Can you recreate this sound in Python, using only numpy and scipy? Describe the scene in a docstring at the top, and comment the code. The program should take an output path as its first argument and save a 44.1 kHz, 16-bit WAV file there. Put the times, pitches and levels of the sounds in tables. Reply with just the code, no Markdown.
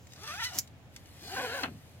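"""Nylon webbing is pulled twice through a metal cam buckle, close by in a quiet room.
After light handling ticks, the ribs of the weave buzz over the cam at a pitch that follows the hand's
speed, while the fibres hiss. Near 0.6 s the buckle chatters, snaps shut and rings. Cloth rustles as the
hand takes a new grip. From 1.2 s a slower pull buzzes lower, ending near 1.65 s in a crack, a dull tug
and a flap of slack strap."""
import sys
import numpy as np
from scipy import signal
from scipy.fft import rfft, irfft, next_fast_len
from scipy.io import wavfile
from scipy.ndimage import uniform_filter1d, map_coordinates

SR = 44100
rng = np.random.default_rng(int(sys.argv[2]) if len(sys.argv) > 2 else 0)


def digitize_waveform(pressure):
    """Quantize a signal to 16-bit integers and store it at the path in sys.argv[1].

    Rows of a 2-D input are taken as channels; values are limited to [-1, 1].
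    """
    field = np.atleast_2d(pressure).T
    bounded = np.clip(field, -1, 1)
    quanta = np.round(bounded * 32767).astype(np.int16)
    wavfile.write(sys.argv[1], SR, quanta)


N = 88200
T = np.arange(N) / SR

# room rumble, and its side channel relative to the mid (frequency [Hz], level [dB])
RUMBLE_COLOUR = [(25, -48), (45, -11.5), (60, -11.5), (100, -0.5), (150, -8), (380, -20.5), (700, -19.5),
                 (950, -27), (3000, -33), (9000, -51)]
RUMBLE_SIDE = [(60, -36), (130, -5), (300, -12), (2000, 0.5)]
# reverberation time (frequency [Hz], t60 [s])
ROOM_DECAY = [(200, 0.2), (14000, 0.074)]

# handling ticks, rustle envelope and flaps of slack strap (time [s], relative level [dB])
TICKS = [(0.07, -45), (.1213, -43), (0.1344, -39), (0.675, -44), (0.9627, -33), (1.058, -47.5)]
RUSTLE = [(0, -79), (.12, -68.5), (.62, -61.5), (.72, -78), (.89, -76), (.95, -63), (1.04, -67),
          (1.08, -61.5), (1.9, -65.5), (2, -68.5)]
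FLAPS = [(.563, -41), (1.667, -41), (1.678, -37), (1.69, -36), (1.716, -36), (1.75, -41.5)]
# their spectra (frequency [Hz], level [dB])
TICK_COLOUR = [(1000, -15), (1700, 4), (4700, 6), (7400, 4.5), (9500, -7), (15800, -9)]
RUSTLE_COLOUR = [(400, -14), (2000, 4.5), (4000, 4.5), (10000, -2.5), (13500, 1), (15800, -8)]
FLAP_COLOUR = [(40, -21), (100, 5.5), (270, 2), (420, -11.5), (8000, -68)]
# the strap cracking taut, shuddering and scraping when slack (frequency [Hz], level [dB])
CRACK_COLOUR = [(800, -18), (1550, -2), (2380, -7), (3050, 5.5), (3600, -14), (4200, 6), (4700, -10),
                (15800, -45)]
TUG_COLOUR = [(200, -15), (950, -5), (1300, 6), (3150, -6), (3600, -17), (15800, -35)]
SLACK_COLOUR = [(100, -42), (270, 5.5), (480, -12), (740, 10.5), (1100, 0), (3000, -23)]
# fibres snagging on the cam (time [s], level [dB])
SNAGS = [(.16, -52), (0.2332, -42.5), (0.2743, -38.5), (0.532, -44.5)]

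# modes of the steel buckle (frequency [Hz], level [dB], t60 [s])
STEEL_MODES = [(5280, 1, 0.099), (5529, -9, 0.097), (6130, -13, 0.15), (6982, 4, .16), (7290, 13.5, 0.11),
               (7850, -7, .17), (12100, -9, 0.087)]
# the cam's impacts (time [s], level [dB], loss above 6 kHz [dB/octave])
SNAPS = [(0.5784, -35, -5), (0.5874, -3.5, -0.5), (0.5905, -14.5, 0), (0.5925, -14.5, 1), (0.596, -17.5, 4)]
# envelope of the loose cam's rattle (time [s], level [dB])
CHATTER = [(.52, -68), (.544, -45), (.57, -45.5), (.59, -40), (.615, -59), (.635, -61), (.66, -77)]
# spectra of impact and rattle (frequency [Hz], level [dB])
SNAP_COLOUR = [(200, -37), (1800, -11), (3600, -17), (4600, -2.5), (5500, 4.5), (7400, 1.5), (8900, -13),
               (10500, -3), (11800, 3), (13500, -5.5), (15800, -6)]
CHATTER_COLOUR = [(1000, -37), (4000, -6.5), (6200, 1.5), (7700, -2.5), (8800, -14), (15800, -5)]

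# speed of each pull (time [s], rib rate [Hz])
RIB_RATE_1 = [(.14, 205), (.2, 321), (.24, 444), (.265, 440), (.28, 593), (.305, 590), (.385, 850),
              (.407, 1000), (.425, 903), (.455, 995), (.5, 970), (.53, 655), (.555, 354), (.585, 232)]
RIB_RATE_2 = [(1.2, 114.6), (1.28, 246), (1.31, 349.8), (1.345, 396.7), (1.37, 526), (1.386, 504.4),
              (1.408, 549), (1.428, 501.7), (1.458, 497), (1.475, 424.4), (1.53, 484.4), (1.55, 575.5),
              (1.58, 526.7), (1.612, 445.8), (1.635, 290.3), (1.665, 176.3), (1.7, 99.3)]
# envelopes of each pull (time [s], relative buzz level [dB], relative hiss level [dB])
LEVELS_1 = [(0.101, -103, -64.5), (.16, -59, -68), (.215, -57, -55.5), (.238, -49.5, -55.5),
            (.262, -51.5, -51.5), (0.286, -46, -48.5), (.32, -44, -49.5), (0.383, -50, -52.5),
            (0.404, -43.5, -49.5), (0.424, -39.5, -43.5), (0.446, -50.5, -33), (.475, -47.5, -47.5),
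            (0.509, -52, -53.5), (.535, -45.5, -59), (0.584, -45, -46), (.61, -94, -72)]
LEVELS_2 = [(1.15, -65.5, -74.5), (1.215, -63.5, -58), (1.262, -52.5, -55.5), (1.295, -52, -49.5),
            (1.32, -47.5, -51), (1.36, -44.5, -48), (1.37, -38, -47), (1.408, -38.5, -49.5),
            (1.428, -41, -48.5), (1.448, -36.5, -49.5), (1.472, -42.5, -50), (1.54, -41.5, -52.5),
            (1.555, -40.5, -49.5), (1.625, -42, -52), (1.641, -36.5, -56), (1.668, -42.5, -83),
            (1.731, -91, -91)]
# partials of the buzz (frequency [multiple of rib rate], level [dB])
PARTIALS_1 = [(1, 1.5), (1.5, -5.5), (2, 4), (2.5, -5), (3, -2), (3.5, -9), (4, -2), (6, -3.5)]
PARTIALS_2 = [(.5, -14.5), (1, -0.5), (1.5, -11), (2, 3), (3, 2), (4, -5), (5, -6)]
# spectra of rib rasp and fibre hiss (frequency [Hz], level [dB])
RASP_1 = [(150, -7), (400, -4.5), (540, -17), (700, -6), (1000, -11), (1180, -1.5), (1600, -0.5),
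          (2550, -4.5), (3000, -1.5), (4000, -6), (4700, -14), (8000, -14.5), (15000, -23)]
RASP_2 = [(100, -9), (300, 1.5), (510, -2), (610, -6.5), (760, 4), (900, -7.5), (1200, -6), (1550, 2.5),
          (2000, -4.5), (2700, -2), (4200, -13.5), (5500, -26), (15000, -39)]
HISS_1 = [(500, -25), (2500, 0.5), (4200, 7), (5800, 9.5), (7400, -4), (9000, -7), (12000, -5.5),
          (15800, -9)]
HISS_2 = [(500, -19), (2500, -6.5), (4300, 6.5), (5800, -1), (7300, -2), (9000, -9.5), (13000, -6.5),
          (15800, -6.5)]
# at speed the ribs catch evenly and the tone gains on the rasp (start [s], end [s], lift [dB])
EVEN_1 = (0.382, 0.477, 5.1)
EVEN_2 = (1.364, 1.463, 4.96)


def amp(db):
    """Amplitude ratio of a level in decibels."""
    return 10 ** (np.asarray(db) / 20)


def unit(x):
    """Normalisation to rms 1."""
    return x / np.sqrt(np.mean(x ** 2) + 1e-20)


def along(points, hz):
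    """Interpolation on a logarithmic frequency axis."""
    f, values = np.transpose(points)
    return np.interp(np.log(hz + 1), np.log(f + 1), values)


def curves(rows):
    """Linear interpolation in time, one curve per value column."""
    times, *columns = np.transpose(rows)
    return [np.interp(T, times, column) for column in columns]


def wobble(rate):
    """Smooth random modulation, rate knots a second."""
    return map_coordinates(rng.standard_normal(8000), [T * rate], mode="wrap")


def filtered(x, response):
    """Filtering as multiplication of the spectrum by a frequency response."""
    size = next_fast_len(N + SR // 2)
    return irfft(rfft(x, size) * response(np.fft.rfftfreq(size, 1 / SR)), size)[..., :N]


def impulse(colour, size=2048):
    """Minimum-phase impulse response of energy 1, from the folded cepstrum."""
    cepstrum = irfft(np.log(amp(along(colour, np.fft.rfftfreq(size, 1 / SR)))))
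    cepstrum[1:size // 2] *= 2
    cepstrum[size // 2 + 1:] = 0
    response = irfft(np.exp(rfft(cepstrum)))
    return response / np.linalg.norm(response)


def coloured(x, colour):
    """Convolution with a causal filter of the given spectrum."""
    return signal.fftconvolve(x, impulse(colour))[:N]


def grains(colour, spiky_db):
    """Friction noise of rms 1: many tiny slips of uneven size."""
    return unit(coloured(rng.standard_normal(N) * amp(spiky_db * wobble(1500)), colour))


def contact(s, colour, scuff, scuff_s):
    """Impact excitation: a sharp push and a short scuff, with the energy of a clean tick of peak 1."""
    age = np.maximum(T - s, 0)
    force = scuff * rng.standard_normal(N) * (age > 0) * np.exp(-age / scuff_s)
    force[round(s * SR)] += 1
    sound = coloured(force, colour)
    return sound / np.linalg.norm(sound) / np.abs(impulse(colour)).max()


def jerk(s, rise_s, fall_s):
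    """Transient envelope of peak 1: quick rise, exponential decay."""
    age = np.maximum(T - s, 0)
    shape = (1 - np.exp(-(age / rise_s) ** 2)) * np.exp(-age / fall_s)
    return shape / shape.max()


def placed(x, lead_s, pan_db):
    """Time and level differences: the sound reaches the left channel earlier, and louder by pan_db."""
    sign = np.array([[1], [-1]])
    return filtered(x, lambda f: np.exp(1j * np.pi * f * lead_s * sign)) * amp(sign * pan_db / 2)


def background(rumble_db=-54, hum_hz=86, hum_db=-61.5):
    """Ambient noise: partly coherent room rumble and a faint hum wavering by phase modulation."""
    mid, side = filtered(rng.standard_normal((2, N)), lambda f: amp(along(RUMBLE_COLOUR, f)))
    side = filtered(side, lambda f: amp(along(RUMBLE_SIDE, f)))
    hum = np.sqrt(2) * np.sin(2 * np.pi * hum_hz * T + 0.69 * wobble(9.6))
    return amp(rumble_db) * unit(np.array([mid + side, mid - side])) + amp(hum_db) * hum


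def reflections(x, wet_db, near_db, near_s):
    """Early reflections off hands and body, then a furnished room's exponential tail, as mid and side."""
    hz, t, noise = signal.stft(rng.standard_normal((2, SR // 4)), SR, nperseg=256)
    decay = amp(-60 * t / along(ROOM_DECAY, hz)[:, None])
    tail = signal.istft(noise * decay, SR, nperseg=256)[1]
    near = rng.standard_normal(tail.shape) * np.exp(-T[:tail.shape[1]] / near_s)
    response = amp(wet_db) * tail / np.linalg.norm(tail[0])
    response += amp(near_db) * near / np.linalg.norm(near[0])
    delayed = np.pad(x, (30, 0))
    return signal.fftconvolve(delayed[None], response, axes=1)


def room(x, wet_db, near_db, near_s, coherent_below_hz=990):
    """Time-varying reverberation: the reflections keep changing as arm and strap move."""
    hop = SR // 14
    window = np.sin(np.pi * np.arange(2 * hop) / (2 * hop))
    x, wet = np.pad(x, (hop, 2 * hop)), np.zeros((2, N + SR))
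    for i in range(0, N + hop, hop):
        part = reflections(x[i:i + 2 * hop] * window, wet_db, near_db, near_s)
        wet[:, i:i + part.shape[1]] += part
    mid, side = wet[:, hop:hop + N]
    side = filtered(side, lambda f: f / np.hypot(f, coherent_below_hz))
    return np.array([mid + side, mid - side]) / np.sqrt(2)


def handling():
    """Light impacts and friction: the buckle ticks and cloth rustles as the hand takes a grip."""
    ticks = sum(amp(db) * contact(s, TICK_COLOUR, scuff=0.38, scuff_s=0.0037) for s, db in TICKS)
    rustle = amp(curves(RUSTLE)[0]) * grains(RUSTLE_COLOUR, spiky_db=2)
    return amp(8) * ticks + rustle


def snags():
    """Stick and slip: snagged fibres tear free in short scratches."""
    envelope = sum(amp(db) * jerk(s, rise_s=0.0008, fall_s=0.006) for s, db in SNAGS)
    return envelope * grains(HISS_1, spiky_db=3.5)


def strap():
    """Tension transients: the strap cracks taut and shudders on the second pull, and flaps after both."""
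    crack = amp(-24.5) * jerk(1.633, rise_s=0.0006, fall_s=0.0031) * grains(CRACK_COLOUR, spiky_db=-0.5)
    tug = amp(-34.5) * jerk(1.636, rise_s=0.002, fall_s=0.013) * grains(TUG_COLOUR, spiky_db=2)
    flaps = sum(amp(db) * contact(s, FLAP_COLOUR, scuff=0.039, scuff_s=0.026) for s, db in FLAPS)
    return crack + tug + flaps


def ringing(x, ring_db):
    """Modal resonance: the struck steel rings on as a sum of damped sinusoids."""
    t = T[:SR // 3]
    ring = sum(amp(db - 60 * t / t60) * np.sin(2 * np.pi * (hz * t + rng.random()))
               for hz, db, t60 in STEEL_MODES)
    return x + amp(ring_db) * signal.fftconvolve(x, ring / np.linalg.norm(ring))[:N]


def buckle():
    """Impacts excite the steel's modes as the cam rattles, snaps shut and bounces."""
    snaps = np.zeros(N)
    for s, db, loss in SNAPS:
        colour = [(hz, level - loss * np.log2(max(hz / 6000, 1))) for hz, level in SNAP_COLOUR]
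        snaps += amp(db) * contact(s, colour, scuff=0.066, scuff_s=0.0015)
    rattle = amp(curves(CHATTER)[0]) * grains(CHATTER_COLOUR, spiky_db=1.5)
    return ringing(snaps + rattle, ring_db=-19)


def rib_clicks(ribs, rate, scatter):
    """A jittered impulse train: each rib catches on the cam with uneven timing and strength."""
    jitter, strength = rng.standard_normal((2000, 2))[:int(ribs[-1])].T
    samples = np.interp(np.arange(len(jitter)) + scatter * jitter, ribs, np.arange(N)).astype(int)
    clicks = np.bincount(samples, amp(2.54 * strength), N) / np.sqrt(rate / SR)
    return clicks - uniform_filter1d(clicks, size=600)


def pull(rib_rate, levels, even, partials, rasp_colour, hiss_colour,
         tone_db, rasp_db, hiss_db, slack_db, waver, flutter_db, scatter):
    """Periodic excitation: ribs crossing the cam buzz and rasp at their rate and modulate fibre hiss."""
    rate, = curves(rib_rate)
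    buzz_db, fibre_db = curves(levels)
    start, end, lift_db = even
    even_db = lift_db * uniform_filter1d(1. * (T > start) * (T < end), size=600)
    ribs = np.cumsum(rate * (1 + waver * wobble(250))) / SR  # ribs passed so far
    # as the hand slows, the strap slackens and its buzz turns to a scrape
    slowing_per_s = uniform_filter1d(np.maximum(-np.gradient(np.log(rate), T), 0), size=900)
    taut = 1 / np.hypot(1, slowing_per_s / 11.8)
    tone = np.zeros(N)
    for multiple, db in partials:
        gain = amp(db + along(rasp_colour, multiple * rate) + flutter_db * wobble(90))
        phase = 2 * np.pi * multiple * ribs + 0.28 * wobble(120)
        tone += taut ** max(multiple, 1) * gain * np.cos(phase)
    clicks = rib_clicks(ribs, rate, scatter)
    scrape = amp(slack_db) * (1 - taut) * unit(coloured(clicks, SLACK_COLOUR))
    rasp = np.sqrt(taut) * unit(coloured(clicks, rasp_colour))
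    buzz = amp(tone_db + even_db) * tone + amp(rasp_db - even_db / 2) * rasp + scrape
    pulsing = 1 + 0.071 * np.cos(2 * np.pi * ribs)
    hiss = unit(grains(hiss_colour, spiky_db=1.5) * pulsing * amp(0.82 * wobble(54.75)))
    active = uniform_filter1d(1. * (T > levels[0][0]) * (T < levels[-1][0]), size=400)
    return active * (amp(buzz_db) * buzz + amp(fibre_db + hiss_db) * hiss)


def scene():
    """Superposition of webbing and buckle, direct and reflected, over the room's noise."""
    first = pull(RIB_RATE_1, LEVELS_1, EVEN_1, PARTIALS_1, RASP_1, HISS_1, tone_db=-1.5, rasp_db=-2.5,
                 hiss_db=1.5, slack_db=0.5, waver=0.012, flutter_db=3, scatter=0.13)
    second = pull(RIB_RATE_2, LEVELS_2, EVEN_2, PARTIALS_2, RASP_2, HISS_2, tone_db=-6, rasp_db=-1,
                  hiss_db=4, slack_db=0, waver=0.022, flutter_db=3.5, scatter=0.14)
    webbing = first + second + strap() + snags() + handling()
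    metal = buckle()
    direct = placed(webbing, lead_s=0.0001, pan_db=2) + placed(metal, lead_s=0.00002, pan_db=0)
    reflected = room(webbing, wet_db=-10, near_db=-4, near_s=0.0023)
    reflected += room(metal, wet_db=-11.5, near_db=-5.5, near_s=0.007)
    return background() + reflected + direct


def record(dry):
    """Band limiting: an ideal low-pass filter at 16 kHz."""
    return filtered(dry, lambda hz: hz < 16000)


dry = scene()
out = record(dry)
digitize_waveform(out)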